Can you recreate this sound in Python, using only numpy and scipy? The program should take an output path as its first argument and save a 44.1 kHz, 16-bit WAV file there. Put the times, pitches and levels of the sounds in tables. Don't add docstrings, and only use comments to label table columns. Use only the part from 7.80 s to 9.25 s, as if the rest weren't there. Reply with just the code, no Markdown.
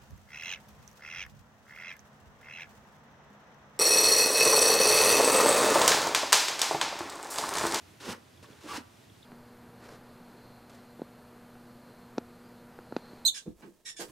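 import sys
import numpy as np
from scipy import signal
from scipy.fft import rfft, irfft, next_fast_len
from scipy.io import wavfile
from scipy.ndimage import map_coordinates

SR = 44100
rng = np.random.default_rng(int(sys.argv[2]) if len(sys.argv) > 2 else 0)


def to_wav(s):
    ch = np.atleast_2d(s).T
    pcm = np.round(np.clip(ch, -1, 1) * 32767)
    wavfile.write(sys.argv[1], SR, pcm.astype(np.int16))


N = 63945

# time in seconds, pitch in Hz, level in dB.
SQUEAK_PATH = [(.882, 1088, -57), (0.892, 1132, -44), (0.902, 1154, -47), (.91, 1168, -41),
               (0.924, 1161, -38), (0.933, 1150, -50)]


def amp(db):
    return 10 ** (np.asarray(db) / 20)


def unit(x):
    return x / np.sqrt(np.mean(x ** 2) + 1e-20)


def clock():
    return np.arange(N) / SR


def along(points, hz):
    f, v = np.transpose(points)
    return np.interp(np.log(hz + 1), np.log(f + 1), v)


def envelope(times, db):
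    bite_s, fade_s = .003, .012
    t = clock()
    before, after = np.maximum(times[0] - t, 0), np.maximum(t - times[-1], 0)
    return amp(np.interp(t, times, db)) * np.exp(-before / bite_s - after / fade_s)


def wobble(rate):
    return map_coordinates(rng.standard_normal(N), [clock() * rate + 2])


def filtered(x, response):
    size = next_fast_len(N + SR // 2)
    return irfft(rfft(x, size) * response(np.fft.rfftfreq(size, 1 / SR)), size)[..., :N]


def stereo(pair, spectrum, coherence):
    def response(hz):
        angle = np.arccos(np.clip(along(coherence, hz), -1, .999)) / 2
        return amp(along(spectrum, hz)) * [np.cos(angle), np.sin(angle)]
    mid, side = filtered(pair, response)
    return unit(np.array([mid + side, mid - side]))


def background():
    # frequency in Hz, relative spectral density in dB.
    rumble_spectrum = [(25, -43), (50, -17), (70, -7.5), (95, 0), (125, -2.5), (160, -7.5), (245, -7.5),
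                       (370, -9), (560, -17), (800, -57), (1500, -70)]
    air_spectrum = [(290, -20), (500, -3.5), (553, -3), (603, 0.5), (902, -2.5), (1150, -4), (1540, -5),
                    (3440, -8), (13500, -18.5), (15600, -26.5)]
    # frequency in Hz, coherence.
    coherence = [(60, 1), (130, 0.97), (250, 0.59), (550, 0.15), (1600, 0.49), (5000, 0.67), (14000, .55)]
    # time in seconds, level in dB.
    air_levels = [(.1, -59), (.45, -61), (1.4, -61)]
    rumble = stereo(rng.standard_normal((2, N)), rumble_spectrum, coherence)
    rumble_db = -59 + .55 * wobble(11.66)
    air_db = np.interp(clock(), *np.transpose(air_levels)) + .36 * wobble(12.3)
    air = stereo(rng.standard_normal((2, N)), air_spectrum, coherence)
    return rumble * amp(rumble_db) + air * amp(air_db)


def bird():
    # centre time in seconds, pitch in Hz, level in dB.
    chips = [(0.577, 3400, -63), (.66, 3500, -57), (.734, 3360, -57), (1.299, 3320, -61.5),
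             (1.323, 3370, -64), (1.429, 3590, -52.5), (1.445, 3350, -58)]
    width_s, fall_hz_per_s, jitter, roughness = .0033, 12000, .044, .57
    out = np.zeros(N)
    for centre, hz, db in chips:
        t = clock() - centre
        pitch = hz * (1 + jitter * wobble(900)) - fall_hz_per_s * t
        phase = 2 * np.pi * np.cumsum(pitch) / SR
        voice = np.sin(phase) + amp(-12) * np.sin(1.1 * phase)
        voice *= 1 + roughness * wobble(1500)
        out += amp(db) * np.exp(-.5 * (t / width_s) ** 2) * voice
    return out


def overhang(x):
    # frequency in Hz, time to decay by 60 dB in seconds.
    decay_times = [(150, 0.1), (1000, 0.45), (4000, 0.13), (12000, 0.064)]
    delay_s = .008
    hz, t, noise = signal.stft(rng.standard_normal((2, SR // 2)), SR, nperseg=256)
    decay = amp(-60 * t / along(decay_times, hz)[:, None])
    tail = signal.istft(noise * decay, SR, nperseg=256)[1]
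    wet = signal.fftconvolve(x, tail / np.linalg.norm(tail[0]), axes=1)[:, :N]
    return filtered(wet, lambda f: np.exp(-2j * np.pi * f * delay_s))


def squeak():
    jitter, octave_db = .013, -18.5
    times, hz, db = np.transpose(SQUEAK_PATH)
    pitch = np.interp(clock(), times, hz) * (1 + jitter * wobble(400))
    phase = 2 * np.pi * np.cumsum(pitch) / SR
    return envelope(times, db) * np.sqrt(2) * (np.sin(phase) + amp(octave_db) * np.sin(2 * phase))


def bumps():
    # start in seconds, pitch in Hz, level in dB, time to decay by 60 dB in seconds.
    impacts = [(.284, 188, -34.5, .16), (.294, 92, -46, .2), (.308, 240, -41, .13), (.627, 110, -50, .07),
               (.642, 1110, -45, .06), (.703, 130, -44, .08), (.843, 265, -39, .07), (.936, 95, -47, .16),
               (.979, 285, -32.5, .06), (.998, 245, -44, .1)]
    attack_s, roughness = .0021, .31
    out = np.zeros(N)
    for start, hz, db, t60 in impacts:
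        t = np.maximum(clock() - start, 0)
        ring = np.sin(2 * np.pi * hz * t + roughness * wobble(hz / 2))
        ring *= 1 + roughness * wobble(hz / 2)
        out += amp(db - 60 * t / t60) * (1 - np.exp(-t / attack_s)) * ring
    return out


def friction(spectrum):
    # frequency in Hz, coherence.
    coherence = [(100, 1), (400, 0.92), (1200, 1), (2200, 0.93), (5000, 0.93), (12000, 1)]
    flicks_per_s, spread_db, flick_share = 4400, 3.5, .49
    hits = rng.random((2, N)) < flicks_per_s / SR
    flicks = hits * np.sign(rng.standard_normal((2, N))) * amp(spread_db * rng.standard_normal((2, N)))
    rub = rng.standard_normal((2, N))
    excitation = np.sqrt(flick_share) * unit(flicks) + np.sqrt(1 - flick_share) * rub
    return stereo(excitation, spectrum, coherence)


def bristles():
    # frequency in Hz, relative spectral density in dB.
    hiss_spectrum = [(900, -40), (1900, 0.5), (2400, 0), (2750, 4), (3100, 0), (4200, 0), (5400, -0.5),
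                     (7000, -4.5), (8300, -7), (10000, -9), (12500, -18), (14200, -21), (15500, -35)]
    rasp_spectrum = [(400, -16), (690, -7), (830, 1.5), (1000, 0), (1180, -2.5), (1340, .5), (1480, -0.5),
                     (1660, -2.5), (1900, -6), (3500, -27.5)]
    scrub_spectrum = [(60, -38), (120, -19), (200, -4.5), (330, 2), (390, -2.5), (480, -1), (590, -3.5),
                      (700, -16.5), (1500, -55)]
    # time in seconds, then gains of hiss, rasp and low scrub in dB.
    first_stroke = [(.205, -49, -52.5, -58.5), (.244, -50.5, -47.5, -49.5), (.256, -47, -44.5, -46),
                    (.278, -45.5, -44.5, -41), (.294, -42, -41, -40), (.318, -42, -45, -47),
                    (.331, -41.5, -42.5, -44.5), (.339, -57.5, -43.5, -49.5), (.368, -62, -60, -51.5)]
    light_touch = [(0.629, -55.5, -61, -52), (.645, -58.5, -54, -61), (.664, -68.5, -64.5, -63),
                   (.706, -64.5, -62, -54.5), (.712, -61, -58.5, -60.5), (.73, -68, -62, -56.5),
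                   (.79, -65.5, -61, -67)]
    second_stroke = [(0.809, -61.5, -61, -72), (.845, -55, -55.5, -50.5), (.868, -56, -51, -47),
                     (.882, -48.5, -46, -50.5), (.908, -45.5, -44.5, -52.5), (.932, -46.5, -44.5, -48),
                     (0.937, -45, -38, -45), (.953, -42.5, -41, -48.5), (0.975, -40.5, -38.5, -50.5),
                     (.984, -49, -48, -43.5), (1.012, -60.5, -57, -54)]
    hiss = friction(hiss_spectrum)
    rasp = friction(rasp_spectrum) * amp(-1.5)
    scrub = friction(scrub_spectrum) * amp(-.5)
    times, _, squeak_db = np.transpose(SQUEAK_PATH)
    rasp *= amp(.5 * envelope(times, squeak_db - squeak_db.max()))
    out = np.zeros((2, N))
    for stroke in (first_stroke, light_touch, second_stroke):
        times, *gains_db = np.transpose(stroke)
        for band, db in zip((hiss, rasp, scrub), gains_db):
            out += band * envelope(times, db)
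    judder_db = .3 * wobble(rate=260)
    return out * amp(judder_db)


def scene():
    direct = bristles() + bumps() + squeak() + bird()
    return direct + amp(-16.5) * overhang(direct) + background()


def record(dry):
    # frequency in Hz, left minus right level in dB.
    balance = [(60, -2), (300, -2), (1000, -1.5), (2500, -0.5), (12000, 0)]
    top_hz = 15750
    return filtered(dry, lambda hz: amp(np.outer([.5, -.5], along(balance, hz))) * (hz < top_hz))


dry = scene()
out = record(dry)
to_wav(out)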